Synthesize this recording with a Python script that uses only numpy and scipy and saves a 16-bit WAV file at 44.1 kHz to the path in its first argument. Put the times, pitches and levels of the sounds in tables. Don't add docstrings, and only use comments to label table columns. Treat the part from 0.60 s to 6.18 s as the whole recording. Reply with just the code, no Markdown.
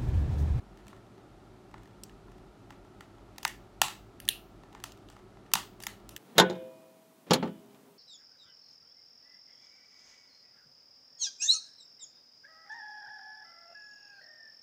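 import sys
import numpy as np
from scipy import signal
from scipy.fft import rfft, irfft
from scipy.io import wavfile

SR = 44100
rng = np.random.default_rng(int(sys.argv[2]) if len(sys.argv) > 2 else 0)


def generate_wav(signal):
    frames = np.transpose(np.atleast_2d(signal))
    scaled = np.clip(frames, -1, 1) * 32767
    pcm = np.round(scaled).astype(np.int16)
    wavfile.write(sys.argv[1], SR, pcm)


N = 246078

# frequency in Hz, relative spectral level in dB.
HISS_SPECTRUM = [(180, -36.5), (300, -7), (372, -1.5), (494, -17.5), (555, -10), (787, -10), (1060, -18),
                 (1360, -13.5), (1510, -22), (2250, -25.5), (2650, -27), (4090, -29.5), (11300, -41.5),
                 (14500, -47), (16000, -55.5)]
# centre in Hz, width in Hz, level in dB.
HUM_RESONANCES = [(49.05, 11, -61), (110, 18, -61.5), (153.4, 45, -66), (203.6, 29.2, -63),
                  (279, 58, -64.5), (378, 83, -64.5), (760, 120, -79), (1337, 160, -77)]
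# frequency in Hz, reflected energy in dB, t60 in seconds.
WALL_BANDS = [(200, 2, 0.2), (450, -9.5, 0.12), (1000, -10, 0.22), (2720, -6.5, 0.27), (6270, -11, 0.29),
              (10000, -8, 0.22), (14980, -14.5, 0.45)]
# low edge in Hz, high edge in Hz.
SHELL_ZONES = [(720, 1400), (1600, 2350), (2500, 5080), (4500, 8400), (8400, 16500)]
# one zone's gain in dB, in the same order.
ZONE_RADIATION_DB = [-1.2, -1.2, 0.74, 1.3, -1.2]
# frequency in Hz, relative level in dB, t60 in seconds.
SHELL_MODES = [(849, 4, 0.0087), (1153, 2.5, 0.0071), (1395, -6.5, 0.022), (1700, -1, 0.0073),
               (1818, 2, 0.0035), (2708, 2.5, 0.0059), (3066, 4, 0.0029), (3700, -2.5, 0.0034),
               (4770, 0, 0.007), (5650, -7, 0.0055), (6000, -7.5, 0.0086), (7500, -2, 0.0043),
               (8490, 0.5, 0.0061), (9430, -4, 0.0061), (10640, -9, 0.0039), (12100, -9, 0.0032),
               (13560, -0.5, 0.00075), (16000, -3.5, 0.0024)]
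# start in seconds, end in seconds, extra ticks per second.
GRIP_SHIFTS = [(0.241, .39, 45), (1.1, 1.55, 8.7), (2.05, 2.8, 7.7), (4.1, 4.6, 39), (5.18, 5.58, 16.4)]
# start in seconds, level in dB.
MEAT_THUDS = [(2.85, -56), (3.217, -50), (4.938, -49.5), (4.955, -48.5)]
# start in seconds, level in dB, tilt in dB per octave.
FINGER_KNOCKS = [(0.2675, -54.5, -4), (0.329, -47, -11.5), (1.1407, -42.5, -9.5), (1.2325, -63, -2.5),
                 (1.6826, -54, -11), (1.7174, -59.5, -4), (2.105, -45.5, -6), (2.4072, -47, -4),
                 (4.128, -57, -4), (4.1491, -44, -7.5), (4.201, -56, -3.5), (4.5647, -51.5, -7),
                 (4.7698, -53.5, -9.5), (4.9157, -50.5, -3.5)]
# start in seconds, level in dB, lowest pitch of the breaking piece
# in Hz, tilt above it in dB per octave, dip at its octave in dB, room send in dB.
SHELL_CRACKS = [(0.173, -61.5, 1950, -4, 0, 6.5), (0.281, -56, 1000, -1, -1, 2.5),
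                (1.4351, -42.5, 5840, -2.5, 3.5, -7.5), (1.495, -54.5, 2400, -9, 6, 0),
                (2.782, -46.5, 1000, -0.5, 1, -4.5), (2.83, -47.5, 1000, 0, 2, 4.5),
                (2.85, -23, 1000, -3, -3.5, -5), (2.878, -45, 2550, 2, -1, -0.5),
                (3.2162, -17.5, 1000, -1.78, 6, -0.5), (3.282, -38.5, 1000, -3, 2.5, 8),
                (3.601, -45.5, 2450, 0, 20.5, 0), (3.6526, -63.5, 3270, 1.5, -2.5, 1.5),
                (3.6789, -44.5, 1950, -2, 1, 3.5), (3.688, -21.5, 3170, 0.24, 11, -6),
                (4.2387, -38, 1000, -1, 5.5, -1), (4.3202, -57.5, 3270, -1.5, -1, -11.5),
                (4.374, -64, 3255, -3, 3, -4), (4.4866, -54.5, 3270, -9, 3.5, 3),
                (4.5, -58.5, 5735, -5.5, 1, 6), (4.936, -23, 1000, 1, 12, -7),
                (4.9533, -25, 1000, -3, 5, 2.5), (5.202, -52, 1000, -0.5, 4.5, 7.5),
                (5.225, -60.5, 1950, 5, 5, 7.5), (5.236, -42, 1700, -0.6, 8, -6.5),
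                (5.2674, -35.5, 1000, -0.53, -3, -2.5), (5.4912, -57.5, 1000, 2.8, 7.5, 2.5),
                (5.5634, -45.5, 1930, 1, -2, 2)]

RING_S = .04
TEAR_S, TEAR_PIECE_HZ = .00055, 1000


def undb(db):
    return 10 ** (np.asarray(db) / 20)


def unit(x):
    return x / np.sqrt(np.sum(x ** 2) + 1e-30)


def band(x, lo_hz, hi_hz):
    f = np.fft.rfftfreq(len(x), 1 / SR) + 1e-9
    s = 1j * (f ** 2 - lo_hz * hi_hz) / (f * (hi_hz - lo_hz))
    return irfft(rfft(x) / (s ** 2 + np.sqrt(2) * s + 1), len(x))


def noise(gain, db):
    return unit(irfft(rfft(rng.standard_normal(N)) * gain, N)) * np.sqrt(N) * undb(db)


def add(out, start_s, x):
    k = max(int(start_s * SR), 0)
    out[k:k + len(x)] += x[:max(len(out) - k, 0)]


def flatten(x, rough=0.053):
    spectrum = rfft(x, 2 * len(x))
    power = abs(spectrum) ** 2
    return irfft(spectrum / np.sqrt(power + rough * power.mean()))[:len(x)]


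def room_tone(hiss_db=-58.5):
    f = np.fft.rfftfreq(N, 1 / SR) + 1
    hz, db = np.transpose(HISS_SPECTRUM)
    hiss = noise(undb(np.interp(np.log(f), np.log(hz), db)), hiss_db)
    hum = sum(noise(1 / (1 + 2 * ((f - centre) / width) ** 2), level_db)
              for centre, width, level_db in HUM_RESONANCES)
    return hiss + hum


def room(x, table_db=-21, table_s=0.009, wall_delay_s=.0095, build_s=0.0035):
    t = np.arange(SR // 2) / SR
    late = np.maximum(t - wall_delay_s, 0)
    log_hz = np.log(np.fft.rfftfreq(len(t), 1 / SR) + 1)
    log_centres = np.log(np.array(WALL_BANDS)[:, 0])
    wall_spectrum = rfft(rng.standard_normal(len(t)))
    response = undb(table_db) * unit(rng.standard_normal(len(t)) * t * np.exp(-t / table_s))
    for (_, db, t60), this_band in zip(WALL_BANDS, np.eye(len(WALL_BANDS))):
        reflections = irfft(wall_spectrum * np.interp(log_hz, log_centres, this_band), len(t))
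        envelope = (1 - np.exp(-late / build_s)) * np.exp(-np.log(1000) * late / t60)
        response += undb(db) * reflections * unit(envelope)
    return signal.fftconvolve(x, response)[:N]


def fracture(tear_s, aftershock=.5, count=14):
    force = np.zeros(int(RING_S * SR))
    lag = 3 * (np.arange(count) + rng.random(count)) / count
    at = np.clip(lag * tear_s * SR, 1, len(force) - 1).astype(int)
    np.add.at(force, at, aftershock * rng.standard_normal(count) * np.exp(-lag / 2))
    force[0] = 1
    return flatten(force)


def shell_ring(shares_db, force_s, detune=0.033, scatter_db=1.5, grit=1.1, grit_s=0.0027, grit_step_db=3):
    t = np.arange(int(RING_S * SR)) / SR
    hz, db, t60 = np.transpose(SHELL_MODES)
    pitch_shift, level_shift = rng.standard_normal((2, len(hz)))
    phase = 2 * np.pi * (hz * (1 + detune * pitch_shift))[:, None] * t
    gain = (-1) ** np.arange(len(hz)) * undb(db + scatter_db * level_shift)
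    modes = gain[:, None] * np.sin(phase) * np.exp(-np.log(1000) * t / t60[:, None])
    zone_of = np.argmin(abs(np.log(hz[:, None]) - np.log(SHELL_ZONES).mean(axis=1)), axis=1)
    crumbs = flatten(rng.standard_normal(len(t)) * np.exp(-t / grit_s))
    ring = 0
    for k, ((lo, hi), share_db) in enumerate(zip(SHELL_ZONES, shares_db)):
        tones = unit(band(modes[zone_of == k].sum(axis=0), lo, hi))
        grit_gain = grit * undb(-grit_step_db * (len(SHELL_ZONES) - 2 - k))
        crumbling = grit_gain * unit(band(band(crumbs, lo, hi), lo, hi))
        ring += (-1) ** k * undb(share_db + ZONE_RADIATION_DB[k]) * unit(tones + crumbling)
    sound = signal.fftconvolve(unit(fracture(force_s)), ring)[:len(t)]
    return sound * np.sqrt(.005 * SR)


def wet_ticks(level_db=-63.5, spread_db=3.5, hold_per_s=2.5, zone_step_db=-4.5, colour_db=1, tear_s=.00089):
    out = np.zeros(N)
    t = np.arange(N) / SR
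    rate = hold_per_s + sum(per_s * ((t > start) & (t < end)) for start, end, per_s in GRIP_SHIFTS)
    zones = np.arange(len(SHELL_ZONES))
    for start_s in np.flatnonzero(rng.random(N) < rate / SR) / SR:
        shares_db = zone_step_db * zones + colour_db * rng.standard_normal(len(zones))
        gain = undb(level_db + spread_db * rng.standard_normal())
        add(out, start_s, gain * shell_ring(shares_db - shares_db.max(), tear_s))
    return out


def thuds(lo_hz=120, hi_hz=280, t60_s=0.072):
    out = np.zeros(N)
    t = np.arange(SR // 4) / SR
    for start_s, db in MEAT_THUDS:
        jolt = flatten(rng.standard_normal(len(t)) * np.exp(-np.log(1000) * t / t60_s))
        add(out, start_s, undb(db) * unit(band(jolt, lo_hz, hi_hz)) * np.sqrt(.02 * SR))
    return out


def zone_octaves(hz):
    return np.log2(SHELL_ZONES).mean(axis=1) - np.log2(hz)


def knocks(push_s=.0013, send_db=1.5):
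    above_hollow = zone_octaves(np.sqrt(np.prod(SHELL_ZONES[0])))
    for start_s, db, tilt_db in FINGER_KNOCKS:
        yield start_s, db, tilt_db * above_hollow, push_s, send_db


def cracks(below_db_per_oct=19, dip_width_oct=0.37):
    for start_s, db, piece_hz, tilt_db, dip_db, send_db in SHELL_CRACKS:
        octaves = zone_octaves(piece_hz)
        slope = np.where(octaves < 0, below_db_per_oct, tilt_db)
        octave_dip = dip_db * np.exp(-((octaves - 1) / dip_width_oct) ** 2)
        tear_s = TEAR_S * np.sqrt(TEAR_PIECE_HZ / piece_hz)
        yield start_s, db, slope * octaves - octave_dip, tear_s, send_db


def breaking_shell(wall_paths=4):
    direct, to_walls = np.zeros(N), np.zeros((wall_paths, N))
    for start_s, db, shares_db, force_s, send_db in [*cracks(), *knocks()]:
        add(direct, start_s, undb(db) * shell_ring(shares_db, force_s))
        for path in to_walls:
            add(path, start_s, undb(db + send_db) * shell_ring(shares_db, force_s))
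    return direct + sum(room(path) for path in to_walls) / np.sqrt(wall_paths)


def scene():
    hands = wet_ticks() + thuds()
    return (breaking_shell() + hands + room(hands) + room_tone())[None]


def record(dry):
    top_hz = 15900
    return signal.sosfilt(signal.ellip(8, .2, 70, top_hz, fs=SR, output="sos"), dry)


dry = scene()
out = record(dry)
generate_wav(out)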